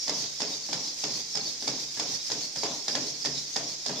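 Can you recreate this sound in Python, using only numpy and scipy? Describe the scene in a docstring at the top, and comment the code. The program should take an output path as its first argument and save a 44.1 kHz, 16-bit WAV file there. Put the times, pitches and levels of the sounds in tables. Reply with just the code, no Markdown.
"""A six-legged robot walks over tiles in a quiet, reverberant room, about three steps a second.
Each step opens with a whirr of geared servos as the legs reach out and down. The feet land:
each knocks on the tile, thuds through the frame, rings its leg and makes the slack gears clack.
Then the servos whirr again, pushing the body on, and the frame shakes under the push."""
import sys
import numpy as np
from scipy import signal
from scipy.fft import rfft, irfft
from scipy.io import wavfile

SR = 44100
rng = np.random.default_rng(int(sys.argv[2]) if len(sys.argv) > 2 else 0)


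def wav_out(sig):
    """Save sig, one row per channel (or a flat mono array), as 16-bit PCM at SR to the path in sys.argv[1]."""
    wavfile.write(sys.argv[1], SR, np.round(np.clip(np.atleast_2d(sig).T, -1, 1) * 32767).astype(np.int16))


N = 176400
TIME, HZ = np.arange(N) / SR, np.arange(N + 1) * SR / (2 * N)


def amp(db):
    """Decibels to gain."""
    return 10 ** (np.asarray(db) / 20)


def unit_rms(x):
    """Scale to unit power."""
    return x / np.sqrt(np.mean(x ** 2) + 1e-20)


def gains(spectrum):
    """Rows of f/Hz, level/dB to a gain at every frequency."""
    hz, db = np.transpose(spectrum)
    return amp(np.interp(np.log(HZ + 1), np.log(hz), db))


def filtered(x, response):
    """Apply a frequency response."""
    return irfft(rfft(x, 2 * N) * response)[..., :N]


def colour(x, spectrum):
    """Minimum-phase filter; white noise keeps its power."""
    cepstrum = irfft(np.log(unit_rms(gains(spectrum))))
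    causal = np.r_[cepstrum[0], 2 * cepstrum[1:N]]
    return filtered(x, np.exp(rfft(causal, 2 * N)))


def drift(per_s):
    """Random curve through unit-variance knots."""
    knots = rng.standard_normal(size=N // 25)
    return np.interp(TIME * per_s, np.arange(len(knots)), knots)


def ring(x, hz, width_hz):
    """One resonance."""
    return signal.lfilter(*signal.iirpeak(hz, hz / width_hz, fs=SR), x + 1e-18)


# room noise: f/Hz, level/dB
AMBIENT_SPECTRUM = [(20, -8), (32, -18), (43, -4), (52, -4), (75, -21), (110, -10), (140, -11), (300, -2),
                    (1000, -17), (4000, -18), (16000, -28)]

def ambient():
    """Faint steady room noise (mid, side)."""
    return amp(-58.5) * colour(rng.standard_normal((2, N)), AMBIENT_SPECTRUM)


def room_tail(t60_s, build_s):
    """Diffuse reflections (mid, side) build up and die away."""
    t = TIME[:SR]
    return rng.standard_normal((2, SR)) * amp(-60 * t / t60_s) * (1 - np.exp(-t / build_s))


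# frame and room modes: f/Hz, width/Hz, gain/dB
LOW_MODES = [(139.9, 3.96, 10), (173.5, 5.4, -2), (258.5, 11.5, -0.5), (300, 25, 1.5), (421, 33, 2),
             (549, 18, -3.5), (687, 9.6, -1), (800, 9.7, 1), (935, 16, -6.5)]

def boom(x):
    """Add the low ringing of frame and room."""
    return x + sum(amp(db) * ring(x, hz, width_hz) for hz, width_hz, db in LOW_MODES)


def servo_speed(start_s, length_s, spin_up_s=0.042, spin_down_s=0.02):
    """One move, 0 to 1: spin up, run, spin down."""
    rise = (TIME - start_s) / spin_up_s
    fall = (start_s + length_s - TIME) / spin_down_s
    return np.clip(np.minimum(rise, fall), 0, 1)


def current_peak(at_s, width_s):
    """Motor current peaks once in a move."""
    return np.exp(-((TIME - at_s) / width_s) ** 2)


# gait cycles: t/s, reach level/dB, push level/dB, push length/s, shake level/dB
GAIT_CYCLES = [(-.02, -37.5, -32, 0.17, -51.5), (.309, -40.5, -34, 0.14, -58), (.635, -39, -36, .145, -58),
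               (.952, -36, -33.5, 0.15, -49.5), (1.27, -40, -36.5, 0.14, -55),
               (1.595, -37.5, -35.5, 0.14, -54), (1.914, -36.5, -32, 0.14, -50.5),
               (2.224, -37, -34.5, 0.12, -56), (2.536, -36.5, -36.5, .12, -61),
               (2.855, -36.5, -34, .13, -59), (3.184, -39.5, -36, 0.1, -63),
               (3.49, -39.5, -39.5, 0.13, -56), (3.81, -42, -36.5, .125, -47)]

def gait(push_delay_s=0.13, hold_db=-36.5, idle_current_db=-64.5):
    """Envelopes of gear effort, motor current and shaking; between moves the servos hold the weight."""
    reach, push, current, shaking = np.zeros((4, N))
    for start_s, reach_db, push_db, push_s, shake_db in GAIT_CYCLES:
        push_speed = servo_speed(start_s + push_delay_s, push_s)
        reach += amp(reach_db) * servo_speed(start_s, length_s=0.18)
        push += amp(push_db) * push_speed
        shaking += amp(shake_db) * push_speed
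        current += amp(reach_db - 18) * current_peak(start_s + 0.062, width_s=0.08)
        current += amp(push_db - 21) * current_peak(start_s + 0.22, width_s=0.042)
    effort = np.sqrt(reach ** 2 + push ** 2 + amp(hold_db) ** 2)
    return effort, current + amp(idle_current_db), shaking


# shaking frame: f/Hz, level/dB
SHAKE_SPECTRUM = [(60, -33), (110, -1.5), (140, -5), (170, -2.5), (260, -6.5), (500, -13.5), (1000, -15),
                  (3000, -32)]

def frame_shake(drive):
    """The frame shakes under the push and booms in the room."""
    return boom(colour(drive, SHAKE_SPECTRUM))


# motor brushes: f/Hz, level/dB
BRUSH_SPECTRUM = [(3000, -33), (8000, 10), (9500, 6.5), (11000, -2), (13000, 1), (15500, -11)]

def brush_hiss(current, grind):
    """Brushes hiss in proportion to motor current."""
    return colour(current * grind, BRUSH_SPECTRUM)


def tooth_grind(ticks_per_s=1800, spread_db=3, tick_db=-9.5, rub_db=-5):
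    """Gear teeth tick at random and rub."""
    sizes = amp(spread_db * np.minimum(rng.exponential(1, N), 4)) * rng.standard_normal((2, N))
    ticks = unit_rms(sizes * (rng.random(N) < ticks_per_s / SR))
    rub = rng.standard_normal((2, N))
    return (amp(tick_db) * ticks + amp(rub_db) * rub) * amp(drift(per_s=170))


def mesh_tone(hz, jitter):
    """Teeth meshing at an unsteady speed."""
    unsteady_hz = hz * (1 + jitter * drift(per_s=700))
    return np.sqrt(2) * np.sin(2 * np.pi * np.cumsum(unsteady_hz) / SR)


def gear_train(hz, swing=0.14, swell_db=11.5, rough_db=2.5):
    """A rough whine glides, swells and fades at its own stereo position."""
    tone = mesh_tone(hz * (1 + swing * np.tanh(drift(per_s=16))), jitter=0.01096)
    level_db = swell_db * np.tanh(drift(per_s=25.92)) + rough_db * drift(per_s=300)
    side = 2 * rng.random() - 1
    return tone * amp(level_db) * [[1], [side]]


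# gear whines: t/s, length/s, start f/Hz, end f/Hz, relative level/dB
WHINE_GLIDES = [(-.01, 0.06, 5600, 5490, -33), (0.058, 0.037, 5420, 4960, -36),
                (0.448, .035, 4030, 5090, -36), (0.504, 0.056, 5010, 4560, -37.5),
                (.512, 0.043, 3780, 3840, -41.5), (0.533, .045, 4550, 4830, -38),
                (0.619, 0.062, 4370, 4800, -40), (0.693, 0.042, 5750, 5200, -38),
                (.825, 0.036, 3620, 3820, -49), (0.828, 0.029, 5520, 5730, -35),
                (0.859, .055, 4800, 4760, -37), (0.866, .04, 5430, 5600, -37.5),
                (1.104, 0.023, 4670, 4220, -40.5), (1.138, .035, 4260, 4400, -37),
                (1.329, 0.043, 5470, 5160, -29), (1.405, 0.028, 4100, 4800, -35),
                (1.449, 0.057, 4490, 4700, -32), (1.463, .04, 3710, 3820, -42),
                (1.759, 0.043, 4750, 5270, -38), (1.776, .03, 3760, 3730, -42.5),
                (1.792, .055, 4640, 4800, -40), (2.128, 0.039, 5140, 5200, -36),
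                (2.189, 0.037, 3600, 4020, -43), (2.21, 0.028, 5230, 5190, -37),
                (2.263, 0.033, 4950, 5350, -37), (2.406, .045, 4700, 4480, -37),
                (2.568, 0.053, 5140, 4700, -34.5), (2.675, 0.043, 3420, 3600, -43),
                (2.9, .04, 4950, 4500, -34), (2.906, .04, 5070, 5530, -34.5),
                (3.065, 0.033, 4220, 4450, -39.5), (3.199, 0.032, 5020, 5320, -35),
                (3.315, 0.028, 4850, 4950, -37), (3.344, 0.051, 4050, 3706, -38.5),
                (3.36, 0.07, 4170, 3970, -39.5), (3.636, .022, 4740, 4800, -36),
                (3.662, 0.028, 5650, 5530, -32.5), (3.691, 0.042, 4250, 4460, -40),
                (3.952, .045, 3450, 3570, -41)]

def whines(flutter_db=5):
    """Single loaded gear trains sing out, fluttering as their teeth grip and slip."""
    out = np.zeros(N)
    for start_s, length_s, from_hz, to_hz, db in WHINE_GLIDES:
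        progress = np.clip((TIME - start_s) / length_s, 0, 1)
        tone = mesh_tone(from_hz + (to_hz - from_hz) * progress, jitter=0.016)
        flutter = unit_rms(amp(flutter_db * drift(per_s=450)))
        arch = np.sqrt(4 * progress * (1 - progress))
        out += amp(db) * arch * tone * flutter
    return out * [[1], [0.3]]


# gearbox: f/Hz, level/dB
GEARBOX_SPECTRUM = [(100, -21), (250, -13.5), (800, -18.5), (1300, -20.5), (2400, -12.5), (2900, -15),
                    (3400, -8), (4100, -6), (4700, -1), (5350, 0.5), (6150, -2.5), (6500, -2.5),
                    (7300, -11.5), (8400, -30), (11000, -40.5), (16000, -43)]

def gearboxes(effort, grind, low_hz=3915, high_hz=5950):
    """Grinding teeth and twelve gear trains whirr with effort; whines and reflections join them."""
    trains = unit_rms(sum(gear_train(hz) for hz in np.linspace(low_hz, high_hz, 12)))
    mesh = amp(-7) * effort * unit_rms(colour(trains, GEARBOX_SPECTRUM))
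    direct = colour(effort * grind, GEARBOX_SPECTRUM) + mesh + whines()
    tail = unit_rms(room_tail(t60_s=0.29, build_s=0.0026)) / np.sqrt(SR)
    reflected = signal.fftconvolve(direct[::-1], tail, axes=1)[:, :N]  # mid and side swapped
    return direct + amp(-5) * reflected


def servos():
    """Gear whirr, brush hiss and frame shake follow the gait."""
    effort, current, shaking = gait()
    grind = tooth_grind()
    return amp(-3) * gearboxes(effort, grind) + brush_hiss(current, grind) + frame_shake(shaking * grind)


def tap(db, side):
    """One hard touch: an impulse (mid, side)."""
    return amp(db) * np.outer([1, side], np.arange(SR) == 0)


def blows(times_s, levels_db, contacts, room_db, t60_s, build_s):
    """Each contact has its own reflections, as the feet land in new places."""
    out = np.zeros((2, N + SR))
    for start_s, db, contact in zip(times_s, levels_db, contacts):
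        at = int(start_s * SR)
        out[:, at:at + SR] += amp(db) * (contact + amp(room_db) * room_tail(t60_s, build_s))
    return out[:, :N]


# struck frame: f/Hz, level/dB
THUD_SPECTRUM = [(40, -37), (70, -40), (86, -10.5), (100, -16.5), (130, -4), (200, -1), (260, 1), (400, -6),
                 (600, -8), (1500, -56), (5000, -71)]

def frame_thuds(times_s, levels_db):
    """Landings thud through the frame."""
    contacts = [tap(db=16.5, side=0)] * len(times_s)
    hits = blows(times_s, levels_db, contacts, room_db=-2.5, t60_s=0.61, build_s=0.0028)
    return colour(hits, THUD_SPECTRUM)


# struck leg: f/Hz, level/dB
LEG_SPECTRUM = [(500, -24.5), (1200, -3), (1700, -2), (2300, -1.5), (2900, -3.5), (3400, -10.5),
                (4500, -13), (9000, -36)]

def leg_rings(times_s, levels_db, pitches_hz):
    """Each landing leg cracks and rings at its own pitch."""
    contacts = []
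    for hz in pitches_hz:
        strike = tap(db=30.5, side=0.18) + amp(1) * room_tail(t60_s=0.21, build_s=0.0022)
        contacts.append(tap(db=1.5, side=0.2) + ring(strike, hz, width_hz=90))
    hits = blows(times_s, levels_db, contacts, room_db=-7.5, t60_s=0.29, build_s=0.0014)
    return colour(hits, LEG_SPECTRUM)


# foot on tile: f/Hz, level/dB
KNOCK_SPECTRUM = [(80, -56), (250, -8.5), (440, 0.5), (500, 1), (600, 3), (850, 0), (1050, -1.5),
                  (1300, -10), (2000, -16.5), (3000, -9.5), (6000, -22), (14000, -49)]

def tile_knocks(times_s, levels_db):
    """The foot tip hits the tile and rings briefly."""
    tip = tap(db=15, side=0.22) + ring(tap(db=17.5, side=0.1), hz=832, width_hz=200)
    hits = blows(times_s, levels_db, [tip] * len(times_s), room_db=-11.5, t60_s=0.62, build_s=0.00054)
    return colour(hits, KNOCK_SPECTRUM)


# gear backlash: f/Hz, level/dB
CLACK_SPECTRUM = [(300, -62), (1500, -8), (2800, -16.5), (3400, -1.5), (4100, -3.5), (4900, 6.5),
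                  (5500, 1.5), (6100, -2.5), (6500, 0), (8000, -17), (10500, -30.5), (15500, -37)]

def gear_clacks(times_s, levels_db, peak_s=0.0024):
    """Gear slack closes in a burst of tiny impacts a few milliseconds long."""
    age = TIME[:SR] / peak_s
    burst = amp(-3) * (age * np.exp(1 - age)) ** 3
    contacts = [burst * rng.standard_normal((2, SR)) * [[1], [0.8]] for _ in times_s]
    hits = blows(times_s, levels_db, contacts, room_db=-9.5, t60_s=0.16, build_s=0.0037)
    return colour(hits, CLACK_SPECTRUM)


# landings, levels relative per layer: t/s, thud/dB, knock/dB, leg ring/dB, leg f/Hz, clack/dB
LANDINGS = [(.078, -44.5, -35, -44, 1940, -25), (.094, -43.5, -30.5, -39, 2050, -21.5),
            (.403, -43.5, -33, -47, 1920, -24), (.418, -45, -33, -38.5, 2550, -23),
            (.69, -44.5, -38, -49.5, 1730, -48), (.729, -42, -31.5, -37, 2340, -20),
            (1.038, -42.5, -32, -38, 2700, -23.5), (1.352, -45, -38, -43.5, 1660, -23),
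            (1.372, -47, -36, -40.5, 2330, -25), (1.623, -46, -42, -52, 1700, -32),
            (1.646, -46.5, -48, -50, 1700, -39), (1.677, -41.5, -31, -36.5, 2270, -19.5),
            (1.972, -45, -41, -42, 1680, -30.5), (1.997, -45, -32, -37, 2315, -21),
            (2.3, -45, -37, -46, 1700, -28), (2.317, -44.5, -33, -42, 2500, -22.5),
            (2.559, -46, -39.5, -45, 1730, -29), (2.634, -41.5, -25.5, -37, 2250, -22.5),
            (2.661, -46.5, -46, -46, 1700, -30), (2.881, -44, -32.5, -36.5, 1700, -20),
            (2.951, -37.5, -29.5, -33, 1700, -21), (2.975, -42.5, -40.5, -54, 1710, -37),
            (3.249, -40, -34, -36.5, 1844, -23.5), (3.256, -47.5, -42.5, -39.5, 1830, -21.5),
            (3.559, -44, -37.5, -38, 1840, -29), (3.563, -47, -29.5, -39, 1890, -21.5),
            (3.861, -48, -35.5, -48, 1690, -23), (3.881, -44, -54, -55, 1700, -27.5),
            (3.895, -41.5, -30.5, -37.5, 1640, -32)]

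def feet():
    """Four sounds per landing; thud and knock excite the low modes."""
    times_s, thud_db, knock_db, leg_db, leg_hz, clack_db = np.transpose(LANDINGS)
    impacts = frame_thuds(times_s, thud_db) + tile_knocks(times_s, knock_db)
    return boom(impacts) + leg_rings(times_s, leg_db, leg_hz) + gear_clacks(times_s, clack_db)


# stereo width: f/Hz, side gain/dB
SIDE_GAIN = [(100, -17), (300, -17.5), (550, -12), (1000, -4.5), (2000, -2), (4500, -0.5), (12000, 1)]
# stereo balance: f/Hz, left minus right/dB
BALANCE = [(100, 3), (500, 2.5), (800, 2.5), (1200, 2), (2000, -8), (3000, 1.5), (4200, 1.5), (5300, -9),
           (6500, 5), (8000, 3), (12000, -0.5)]

def scene():
    """Robot and room at two close microphones (left, right)."""
    mid, side = servos() + feet() + ambient()
    side = filtered(side, gains(SIDE_GAIN))
    lean = np.sqrt(gains(BALANCE))
    return np.array([filtered(mid + side, lean), filtered(mid - side, 1 / lean)])


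def record(dry):
    """Steep low-pass."""
    cutoff_hz = 15600
    return filtered(dry, 1 / np.sqrt(1 + (HZ / cutoff_hz) ** 240))


dry = scene()
out = record(dry)
wav_out(out)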